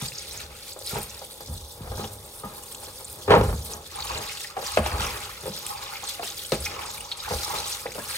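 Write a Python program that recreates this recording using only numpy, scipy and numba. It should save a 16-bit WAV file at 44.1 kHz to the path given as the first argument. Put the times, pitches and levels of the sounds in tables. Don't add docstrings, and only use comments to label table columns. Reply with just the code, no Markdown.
import sys
import numpy as np
from scipy import signal
from scipy.fft import rfft, irfft, next_fast_len
from scipy.io import wavfile
from scipy.ndimage import uniform_filter1d
from numba import njit

SR = 44100
rng = np.random.default_rng(int(sys.argv[2]) if len(sys.argv) > 2 else 0)


def materialize(psi):
    bounded = np.clip(np.atleast_2d(psi).T, -1, 1)
    quanta = np.round(bounded * 32767).astype(np.int16)
    wavfile.write(sys.argv[1], SR, quanta)


def makeup_ratio(level_db):
    decades = np.asarray(level_db, float) / 20
    return 10 ** decades


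N = 360297
T = np.arange(N) / SR


def unit(x):
    return x / np.sqrt(np.mean(np.abs(x) ** 2))


def colour(x, points):
    size = next_fast_len(N)
    hz, db = np.transpose(points)
    f = np.log(np.arange(size // 2 + 1) * SR / size + 1)
    gain = makeup_ratio(np.interp(f, np.log(hz), db))
    return irfft(rfft(x, size) * gain, size)[..., :N]


def band(x, lo_hz, hi_hz):
    sos = signal.butter(3, [lo_hz, min(hi_hz, SR / 2.2)], "band", fs=SR, output="sos")
    return signal.sosfilt(sos, x)


def walk(rate):
    k = int(SR / rate)
    steps = np.repeat(rng.standard_normal(N // k + 1), k)[:N]
    return unit(uniform_filter1d(steps, k))


def every_sample(curve):
    return np.interp(T, T[::32], curve)


def peak(s, rise, fall):
    late = T[None, ::32] - np.array(s)[:, None]
    before = -late / np.array(rise)[:, None]
    after = late / np.array(fall)[:, None]
    return np.exp(-np.where(late > 0, after, before))


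def gestures_db(table):
    s, db, rise, fall = np.transpose(table)
    return every_sample(db @ peak(s, rise, fall))


def swells(table, rest_db, column):
    s, rise, fall = np.transpose(table)[:3]
    power = makeup_ratio(rest_db) ** 2 + makeup_ratio(column) ** 2 @ peak(s, rise, fall) ** 2
    return every_sample(np.sqrt(power))


@njit
def grains(count, start, hz, cycles, size, lean, glide, rise):
    out = np.zeros((2, count))
    for k in range(len(start)):
        p = np.exp((2j * np.pi - 1 / cycles[k]) * hz[k] / SR)
        turn = np.exp(2j * np.pi * glide * (hz[k] / SR) ** 2 / cycles[k])
        opening = np.exp(-hz[k] / SR / (rise * cycles[k]))
        z, unopened = size[k] + 0j, 1.
        for i in range(start[k], min(count, start[k] + int(6 * cycles[k] * SR / hz[k]))):
            out[0, i] += (1 - unopened) * z.imag
            out[1, i] += (1 - unopened) * lean[k] * z.real
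            z *= p
            p *= turn
            unopened *= opening
    return out


# (frequency [Hz], level [dB per Hz])
SPRAY_COLOUR = [(410, -35), (700, -7.5), (829, -2), (909, -1.5), (1310, -1), (1590, -9.5), (2450, -6),
                (3020, -8), (3620, -9), (5020, -10.5), (9140, -12.5), (11300, -19), (13300, -18),
                (15800, -22.5)]


def drops(lo_hz, hi_hz, count, cycles, burst_s, scatter_db, hiss, gush_db):
    u = np.repeat(rng.random((count, 3)), 3, axis=0).T
    v = rng.random((3 * count, 3)).T
    lean = 0.84 + 1.06 * np.repeat(rng.standard_normal(count), 3)
    hz = lo_hz * (hi_hz / lo_hz) ** u[1] * (.88 + 0.241 * v[0])
    hz = np.minimum(hz, SR / 2.4)
    size = makeup_ratio(scatter_db * np.minimum(-np.log(u[2] + 1e-9), 2.7)) * hz / hi_hz
    start = (u[0] * N + burst_s * SR * v[1]).astype(np.int64)
    fizz = grains(N, start, hz, cycles * (0.23 + 1.8 * v[2]), size, lean, 0.031, 0.1)
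    mist = unit(fizz) + hiss * unit(band(rng.standard_normal((2, N)), lo_hz, hi_hz))
    return unit(band(colour(mist, SPRAY_COLOUR), lo_hz, hi_hz)) * makeup_ratio(gush_db * walk(22))


# (time [s], splash level [dB], fine spray relative to it [dB])
STREAM = [(0.0, -44, -5.5), (0.41, -39, -2), (0.975, -41.5, -0.5), (1.323, -49.5, 2.5), (2.042, -43.5, 1),
          (2.204, -52.5, 3.5), (2.559, -48, 4), (3.76, -44.5, 2), (3.998, -38, -3.5), (4.392, -37.5, -4),
          (4.7, -37.5, 0.5), (5.0, -33, -1.5), (5.359, -46.5, -1.5), (5.847, -37.5, -3), (6.5, -41, -1.2),
          (7.084, -41.0, -4), (7.377, -33.5, -2.5), (8.17, -36.5, 0.5)]
# (time [s], gain [dB], rise [s], fall [s])
THROWN_WATER = [(0.063, 7, 0.11, 0.016), (0.716, 4, 0.065, 0.019), (0.892, 9.5, 0.033, 0.055),
                (3.73, 1, 0.014, 0.026), (3.877, 5.5, 0.024, 0.011), (4.688, 1.5, 0.04, 0.085),
                (5.675, 4, 0.32, 0.015), (6.093, 10.5, 0.042, 0.034), (6.272, 3, 0.018, 0.2),
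                (6.53, 9, 0.013, 0.03), (6.656, 8, 0.032, 0.013), (7.706, 6.5, 0.039, 0.14)]
# (time [s], loss [dB], rise [s], fall [s])
CAUGHT_STREAM = [(0.494, -14, 0.062, 0.18), (0.754, -12.0, 0.022, 0.05), (1.841, -8.5, 0.055, 0.047),
                 (2.509, -4, 0.019, 0.035), (3.275, -2.5, 0.03, 0.037), (3.803, -14, 0.034, 0.05),
                 (3.889, -9.4, 0.016, 0.032), (4.553, -21, 0.065, 0.035), (4.815, -13.5, 0.019, 0.033),
                 (4.897, -8, 0.018, 0.18), (5.998, -4.5, 0.11, 0.045), (6.206, -7.5, 0.14, 0.01),
                 (6.514, -4, 0.02, 0.012), (6.598, -8, 0.028, 0.02), (7.155, -12.5, 0.039, 0.016),
                 (7.251, -4.5, 0.024, 0.067), (7.884, -15, 0.11, 0.114)]
# (time [s], rise [s], fall [s], gurgle [dB], coarse drops relative to it [dB])
LEAF_STIRS = [(0.001, 0.05, 0.034, -39.5, -2.5), (0.969, 0.043, 0.048, -42, -1.5),
              (2.009, 0.076, 0.115, -59, 3), (2.441, 0.051, 0.285, -52, -7),
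              (3.31, 0.0089, 0.059, -46.5, 15.5), (3.987, 0.048, 0.097, -42, 0),
              (4.116, 0.056, 0.092, -35.5, -2.0), (4.776, 0.003, 0.012, -39.5, 17.5),
              (4.893, 0.24, 0.097, -37, -1.5), (5.022, 0.07, 0.191, -36.5, 1.5),
              (5.745, 0.11, 0.18, -42, -11), (5.891, 0.15, 0.289, -48, 6),
              (6.236, 0.068, 0.12, -59.5, 12.5), (6.523, 0.003, 0.025, -55, 17),
              (6.712, 0.054, 0.33, -45, 2.5), (6.841, 0.13, 0.084, -41, -3), (7.266, 0.07, 0.039, -39, 0),
              (7.527, 0.12, 0.16, -36.5, -3), (7.726, 0.101, 0.12, -51.5, -2),
              (8.156, 0.24, 0.111, -45.5, 2)]
# (time [s], gain [dB], rise [s], fall [s])
LEAF_FOLDS = [(0.24, 7, 0.037, .05), (0.4, 7.5, .03, 0.034), (0.55, 11, 0.088, 0.085), (0.76, -5, .05, .05),
              (1.12, 7.5, .04, 0.049), (1.6, -7, 0.12, 0.22), (3.36, 3, .03, .04), (3.62, -4, .06, .1),
              (4.3, 7, .05, 0.059), (5.3, 2.5, 0.088, 0.054), (6.93, -14.5, 0.036, .025),
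              (7.07, -7, 0.026, 0.035), (7.209, -8, .03, .03)]


def spray():
    s, splash_points, fine_points = np.transpose(STREAM)
    hands_db = gestures_db(THROWN_WATER) + gestures_db(CAUGHT_STREAM)
    splash_db = np.interp(T, s, splash_points) + hands_db
    fine_db = splash_db + np.interp(T, s, fine_points)
    gurgle_db, coarse_db = np.transpose(LEAF_STIRS)[3:]
    coarse_level = swells(LEAF_STIRS, -67.0, gurgle_db + coarse_db) + makeup_ratio(splash_db - 12.5)
    coarse_level = coarse_level * makeup_ratio(gestures_db(LEAF_FOLDS))

    coarse = coarse_level * drops(1278, 3307, count=2600, cycles=5.5, burst_s=.006,
                                  scatter_db=3.0, hiss=0.62, gush_db=0.0)
    splash = makeup_ratio(splash_db) * drops(3112, 8260, count=5000, cycles=6.7, burst_s=.003,
                                    scatter_db=3.0, hiss=0.66, gush_db=0.8)
    fine = makeup_ratio(fine_db) * drops(7780, 18100, count=5000, cycles=9.4, burst_s=.002,
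                                scatter_db=6.0, hiss=0.8, gush_db=2.0)
    gurgle = drops(702, 1373, count=1100, cycles=4.1, burst_s=.012,
                   scatter_db=2.0, hiss=0.36, gush_db=1.0)
    gurgle = swells(LEAF_STIRS, -61.5, gurgle_db) * gurgle
    gurgle = gurgle + makeup_ratio(3.5) * band(gurgle, 770, 890)
    flutter = makeup_ratio(0.77 * walk(24) + 1.9 * walk(70) - 2.5)
    return flutter * (coarse + splash + fine) + gurgle


# (time [s], peak level [dB], pitch [Hz])
BIG_SPLATS = [(0.121, -28, 2300), (0.1506, -23, 5300), (0.182, -18, 5740), (2.748, -24, 7450),
              (0.8619, -19.5, 9270), (0.8734, -18, 4440), (1.0959, -23, 6340), (2.0438, -25.5, 3230),
              (3.045, -20, 8300), (3.3107, -21, 2330), (3.3149, -8, 1850), (3.7214, -22, 7740),
              (4.0238, -16.5, 4060), (4.0721, -21, 3670), (4.1774, -18.5, 7270), (4.3725, -22, 3370),
              (4.4453, -22.5, 2120), (4.6638, -15.5, 4800), (4.8633, -19, 3020), (5.665, -15.5, 8730),
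              (6.0701, -19.5, 8300), (6.6029, -19.5, 8950), (6.661, -14.5, 2290), (6.972, -26, 2480),
              (7.117, -10.5, 3640), (7.1726, -24, 8500), (7.6765, -16, 7450), (7.7253, -17, 6320),
              (7.8665, -22.5, 2100), (7.9195, -26, 6670)]


def splats():
    length_s = .005
    s, db, hz = np.repeat(BIG_SPLATS, 8, axis=0).T
    u = rng.random((len(s), 3)).T
    start = ((s - .001 + length_s * 2.2 * u[0] ** 2.6) * SR).astype(np.int64)
    cycles = length_s * hz * 0.32 + 0.86
    return grains(N, start, hz * (0.832 + 0.341 * u[1]), cycles, makeup_ratio(db - 7), .2 + 1.0 * u[2], 0.034, 0.07)


def pops(table, count, spread, length_s, cycles, gain_db, fade_db):
    s, db, hz = np.repeat(table, count, axis=0).T
    u = rng.random((len(s), 3)).T
    start = ((s - .0004 + length_s * u[0] ** 2) * SR).astype(np.int64)
    hz = np.minimum(hz * np.exp(spread * (u[1] - .5)), SR / 2.6)
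    size = makeup_ratio(db + gain_db - fade_db * u[0] ** 2)
    return grains(N, start, hz, cycles * (0.6 + 0.89 * u[0]), size, .2 + 1.3 * u[2], 0.04, .05)


# (time [s], peak level [dB], pitch [Hz])
DROPLET_TICKS = [(0.0198, -29, 5790), (0.0557, -29, 6450), (0.0766, -21, 7700), (0.3271, -23, 8400),
                 (0.3759, -22.5, 6260), (0.7296, -27, 6790), (0.79, -26.5, 8300), (0.8469, -31, 9030),
                 (0.9471, -28, 7200), (0.9731, -30, 9330), (0.9851, -20, 13000), (3.0259, -35, 9630),
                 (3.1247, -25, 13100), (3.5612, -29, 6850), (3.7353, -21.5, 6140), (3.9573, -22, 9750),
                 (4.0541, -36, 7980), (4.2162, -25, 9500), (4.6398, -27, 9300), (4.7176, -22, 9170),
                 (4.785, -23, 8040), (5.0653, -22, 5700), (5.201, -24, 8590), (5.5886, -21, 13240),
                 (6.0381, -24, 6360), (6.2431, -25, 7880), (6.3015, -21, 6980), (6.4616, -24, 7800),
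                 (6.5499, -20.5, 9070), (6.6203, -25, 9000), (6.6527, -16.5, 5800), (6.8542, -22, 8400),
                 (6.8961, -27, 6910), (6.9126, -27.5, 7160), (6.9759, -25.5, 9000), (7.004, -20, 9200),
                 (7.3416, -26, 5620), (7.4713, -25, 8810), (7.4933, -26, 5700), (7.5851, -24, 5770)]
# (time [s], peak level [dB], pitch [Hz])
BUBBLE_BLIPS = [(0.0138, -26, 3410), (0.0816, -22, 4700), (0.1929, -30, 5140), (0.3151, -28, 5340),
                (0.363, -31, 5240), (0.7197, -27.5, 4200), (0.8519, -29, 4470), (1.5498, -36.5, 4010),
                (3.86, -30, 3570), (4.0047, -24, 4100), (4.1115, -28, 2460), (4.1758, -25, 3910),
                (4.2746, -26.5, 3600), (4.4681, -25, 5050), (4.6502, -31, 4760), (4.9543, -33, 2210),
                (5.0059, -29, 1610), (5.0688, -22, 2390), (5.201, -33, 2150), (5.692, -29.5, 3950),
                (5.7757, -25, 4640), (5.9564, -28, 2280), (6.2745, -25, 3760), (6.303, -29, 3660),
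                (6.3715, -26, 5020), (6.3898, -25, 3360), (6.4437, -27.5, 3100), (6.6208, -26, 4930),
                (6.759, -29, 2360), (6.8747, -28, 4570), (7.006, -29, 2620), (7.0847, -31, 4450),
                (7.2029, -24, 4830), (7.2463, -27.5, 1620), (7.409, -24, 4770), (7.4399, -27, 4170),
                (7.5846, -20, 4030), (7.642, -28, 4400), (7.9901, -28.5, 1700), (8.1423, -26, 3970)]
# (time [s], peak level [dB])
FLAT_SMACKS = [(0.402, -21), (0.68, -26), (0.704, -31), (0.865, -28), (2.58, -31), (2.723, -32),
               (2.747, -21), (2.841, -25), (3.311, -21), (3.352, -17), (3.412, -20), (3.721, -22),
               (4.07, -24.5), (4.861, -21), (5.598, -33), (5.665, -18), (6.246, -23), (7.919, -23)]


def droplets():
    ticks = pops(DROPLET_TICKS, count=6, spread=0.247, length_s=.008, cycles=14.6, gain_db=-5.0, fade_db=3.5)
    blips = pops(BUBBLE_BLIPS, count=5, spread=.17, length_s=.009, cycles=12.2, gain_db=-5.5, fade_db=4.5)
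    pitched = [(s, db, 5500.) for s, db in FLAT_SMACKS]
    smacks = pops(pitched, count=14, spread=1.85, length_s=0.0065, cycles=5.3, gain_db=-9.0, fade_db=11)
    return ticks + blips + smacks


def ring(push, modes, sustain, spread):
    out, power = 0, 0
    for (hz, db, t60), lean in zip(modes, rng.standard_normal(len(modes))):
        p = np.exp(2j * np.pi * hz / SR - np.log(1000) / (min(t60, .45) * sustain * SR))
        z = makeup_ratio(db) * signal.lfilter([1], [1, -p], push)
        out = out + np.array([z.imag, (1 + spread * lean) * z.real])
        power += makeup_ratio(db) ** 2 / (1 - abs(p) ** 2) / 2
    return out / np.sqrt(power)


def rattle(times, db, lengths, rise_s):
    env = np.zeros(N)
    for s, gain, length in zip(times, makeup_ratio(db), np.clip(lengths, .001, .2)):
        t = np.arange(int(8 * length * SR)) / SR
        i = int(s * SR)
        chatter = gain * np.minimum(t / rise_s, 1) * np.exp(-t / length)
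        env[i:i + len(t)] += chatter[:N - i]
    return env


# (time [s], peak level [dB], boom relative [dB], crack relative [dB], struck panel [Hz])
FIRM_KNOCKS = [(0.02, -34.5, 4, 8, 494), (0.956, -22.5, -15, -8, 880), (1.976, -26, -11, -21, 527),
               (2.04, -27, -10, 4, 830), (4.772, -4.5, -20, -13, 620), (4.861, -17.5, -22, -7, 830),
               (5.433, -30, -14, -12, 425), (5.456, -25.5, -19, -6, 520), (5.477, -25, -13, -16, 530),
               (6.52, -10, -14, 0, 520), (7.307, -22, -14, -17, 620), (7.856, -19.5, -21, -19, 511),
               (7.954, -26, -25, -1, 444)]
# (time [s], peak level [dB], boom relative [dB], struck panel [Hz], rattle length [s])
BASIN_TUMBLE = [(3.277, -15.5, -13, 402, 0.04), (3.297, -14, -25, 815, 0.0081),
                (3.304, -1.5, -19, 409, 0.011), (3.317, -6, -27, 987, 0.0077),
                (3.328, -10, -25, 511, 0.0072), (3.354, -12, -20, 850, 0.0066),
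                (3.335, -6, -20, 936, 0.017), (3.36, -12.5, -9, 476, 0.015), (3.375, -17, -13, 430, .005),
                (3.389, -22, -5, 425, .008), (3.41, -11, -5.5, 425, 0.0062), (3.432, -21, -10, 417, .008),
                (3.447, -26, -5, 511, 0.011), (3.487, -22, -10, 455, 0.014),
                (3.526, -23.5, -1.5, 422, 0.0091)]
# (time [s], peak level [dB], boom
# relative [dB], struck panel [Hz], rattle length [s])
MORE_KNOCKS = [(0.761, -34, -24, 516, 0.013), (0.813, -31.5, -33, 560, 0.0063), (0.909, -32.5, -20, 1410, .01),
               (0.926, -29.5, -4, 430, .012), (0.966, -21.5, -18, 425, 0.0061), (0.933, -35, -20, 805, 0.014),
               (0.981, -34, -4, 430, 0.0086), (1.214, -30.5, -27, 570, 0.011), (1.402, -33, -22, 442, 0.013),
               (1.482, -44, 12.5, 533, 0.014), (1.802, -39, 8, 339, 0.0055), (4.589, -31, -20, 560, .014),
               (1.915, -32.5, -12, 847, .012), (1.993, -26.5, -14, 365, 0.012),
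               (2.434, -30, -11.5, 1250, 0.023), (5.465, -29, -17, 490, 0.0048),
               (6.533, -20, -10, 428, 0.0091), (7.882, -34, -16, 524, 0.012), (4.785, -16.5, -8, 400, .007),
               (5.829, -31, -30, 1000, 0.0033), (6.031, -31, -25, 826, .008), (7.277, -30, -30, 830, .02),
               (7.311, -22, -20, 556, 0.0045), (7.989, -27, -23, 810, 0.0042), (4.566, -21, -28, 783, 0.015),
               (4.625, -26.5, -24.5, 594, 0.012), (6.194, -22, -32, 720, 0.0074),
               (6.228, -23.5, -25.5, 830, 0.0068), (7.318, -24, -21, 500, 0.0049),
               (7.336, -21, -23, 544, 0.0059), (7.476, -31, -21, 900, .0095), (7.979, -23, -16.5, 605, 0.011)]


def blows():
    rows = [(s, db, low, crack, hz, 0.0059 + 0.0001 * (-9.0 - db)) for s, db, low, crack, hz in FIRM_KNOCKS]
    for table, crack_db in ((BASIN_TUMBLE, -21.5), (MORE_KNOCKS, -9.5)):
        rows += [(s, db, low, crack_db, hz, length) for s, db, low, hz, length in table]
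    return np.transpose(rows)


# (frequency [Hz], level [dB], time to fade 60 dB [s])
BASIN_WALLS = [(357, -6, 1.8), (429, 0.5, 0.27), (466.4, -8, 0.57), (511, 0.5, 0.13), (606, -0.5, 0.17),
               (824, 0, 0.2), (909, -8, 0.083), (1048, -12, 0.12), (1250, -14.5, 0.3), (1290, -45, 2.5),
               (1610, -11, 0.059), (1620, -33, 0.24), (1377, -15, 0.11), (2240, -26, 0.27)]
# (frequency [Hz], level [dB], time to fade 60 dB [s])
STEEL_SINK = [(49.4, -10, 0.34), (71, 3, 0.22), (93, -7, 0.36), (122, -7.5, 0.38), (139.8, -6, 0.27),
              (160, 2.5, 0.16), (209.8, -0.5, 0.23), (250, -19, 0.055)]
# (time [s], rise [s], fall [s], wall drumming [dB], sink boom [dB])
BASIN_PUSHES = [(0.0, 0.11, 0.191, -59, -46.7), (0.443, 0.26, 0.15, -47, -42.5),
                (0.999, 0.081, 0.026, -42, -38), (1.086, 0.096, 0.27, -48, -58.6),
                (1.533, 0.042, 0.048, -43, -28.5), (1.843, 0.045, 0.153, -58, -27.5),
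                (1.979, 0.23, 0.23, -39.5, -49.8), (2.504, 0.186, 0.216, -46.5, -57),
                (2.79, 0.07, 0.099, -44, -51), (3.109, 0.223, 0.26, -46.5, -48.8),
                (3.301, 0.012, 0.107, -38.7, -29.8), (3.447, 0.071, 0.081, -43, -17),
                (3.759, 0.2, 0.038, -39.5, -60), (4.204, 0.19, 0.053, -37, -36),
                (4.801, 0.041, 0.064, -50.0, -27), (4.941, 0.039, 0.15, -29, -28),
                (5.532, 0.17, 0.61, -47.5, -52), (6.593, 0.03, 0.077, -54, -32.4),
                (6.671, 0.057, 0.25, -40.5, -53.8), (6.997, 0.073, 0.031, -48.5, -44),
                (7.31, 0.02, 0.09, -39, -39), (7.344, 0.046, 0.031, -49.2, -28.5),
                (7.54, 0.036, 0.087, -35.5, -35.5), (8.105, 0.33, 0.112, -49, -47)]


def basin():
    drum_db, boom_db = np.transpose(BASIN_PUSHES)[3:]
    drum = swells(BASIN_PUSHES, -58.5, drum_db)
    load = swells(BASIN_PUSHES, -52.5, boom_db)
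    s, db, low_db, crack_db, panel_hz, length = blows()
    noise = rng.standard_normal((5, N))

    patter = drum * makeup_ratio(3.3 * walk(45) - 5.5) + rattle(s, db - 7.5, length, 0.0019)
    walls = ring(patter * noise[0], BASIN_WALLS, sustain=0.35, spread=0.41)
    walls[0] += 0.59 * patter * unit(band(noise[3], 347, 1206))
    start, cycles = (s * SR).astype(np.int64), 0.67 * length * panel_hz
    panel = grains(N, start, panel_hz, cycles, makeup_ratio(db + 0.45), np.full(len(s), .8), -0.019, 0.21)

    shake = drum * makeup_ratio(-9.5) + rattle(s, db + low_db + 1.0, 1.57 * length, 0.0022)
    thud = ring(shake * noise[4], STEEL_SINK[3:], sustain=0.52, spread=0.2)
    boom = ring(load * makeup_ratio(-4.5) * noise[1], STEEL_SINK[:3], sustain=0.66, spread=.3)

    crack_db = db + crack_db - 6.0 + 0.32 * (db - 1.0)
    snap = unit(colour(noise[2], [(800, -29), (1800, -0.5), (5000, -2), (15000, -22.0)]))
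    crack = rattle(s, crack_db, 0.75 * length, 0.00028) * snap
    return band(walls + panel, 369, 4000) + band(thud + boom, 27, 260) + crack * np.array([[1], [.6]])


# (time [s], peak level [dB], pitch [Hz])
SINK_SHOVES = [(0.022, -27, 133), (0.95, -28, 140), (1.491, -34, 85), (1.862, -36, 90), (2.11, -34.5, 101),
               (2.03, -34, 216), (2.452, -30.5, 201), (4.931, -22.5, 64.8), (5.5, -31, 201),
               (6.525, -25.5, 344), (7.31, -30, 160)]


def shoves():
    s, db, hz = np.transpose(SINK_SHOVES)
    start = (s * SR).astype(np.int64)
    return grains(N, start, hz, np.full(len(s), 4.5), makeup_ratio(db), np.zeros(len(s)), 0., 0.048)


# time [s], rise [s], fall [s]
FREE_JET = np.array([[1.3], [.3], [.2]])


def tap():
    noise = rng.standard_normal((2, 2, N))
    hiss = makeup_ratio(-60.0 + .8 * walk(30)) * unit(band(noise[0], 4200, 17000))
    free = every_sample(peak(*FREE_JET)[0])
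    song = makeup_ratio(-65 + 7.4 * free + 1.1 * walk(14)) * unit(band(noise[1], 3440, 3630))
    return hiss + song


def kitchen(dry, t60, wet_db):
    t = np.arange(int(.5 * SR)) / SR
    tail = rng.standard_normal((2, len(t))) * np.exp(-np.log(1000) * t / t60) * (t > .003)
    tail /= np.sqrt(np.sum(tail[0] ** 2))
    return dry + makeup_ratio(wet_db) * signal.fftconvolve(dry[:1], tail, axes=1)[:, :N]


# (frequency [Hz], level [dB per Hz])
ROOM_COLOUR = [(12, -37), (20, 10), (80, 2.5), (264, -7.5), (561, 4.5), (680, -15.5), (824, -0.5),
               (1560, -65), (2000, -24), (2600, -43), (4400, -120)]


def room_tone():
    return makeup_ratio(-51.5) * unit(colour(rng.standard_normal((2, N)), ROOM_COLOUR))


# (frequency [Hz], level under their sum [dB])
OPENING_DIFFERENCE = [(60, -60), (110, -43), (200, -21.5), (380, -16.5), (700, -4.5), (1290, -3),
                      (2380, -4.5), (4400, 1.5), (8120, -11), (15000, -10.5)]


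def scene():
    water = spray() + tap() + basin() + shoves()
    near = splats() + droplets()
    mid, side = kitchen(water + 0.44 * near, t60=0.37, wet_db=-8.5) + 0.23 * near + room_tone()
    side = colour(side, OPENING_DIFFERENCE)
    side = side + 0.048 * band(mid, 570, 5500)
    return np.array([mid + side, mid - side])


def low_pass(x):
    return signal.sosfilt(signal.butter(12, 16660, fs=SR, output="sos"), x)


def record(dry):
    cut = signal.sosfilt(signal.butter(4, 47, "high", fs=SR, output="sos"), dry)
    rounded = np.tanh(.8 * cut) / .8
    mix = signal.sosfilt(signal.ellip(12, .2, 80, 15800, fs=SR, output="sos"), rounded)
    return low_pass(mix)


dry = scene()
out = record(dry)
materialize(out)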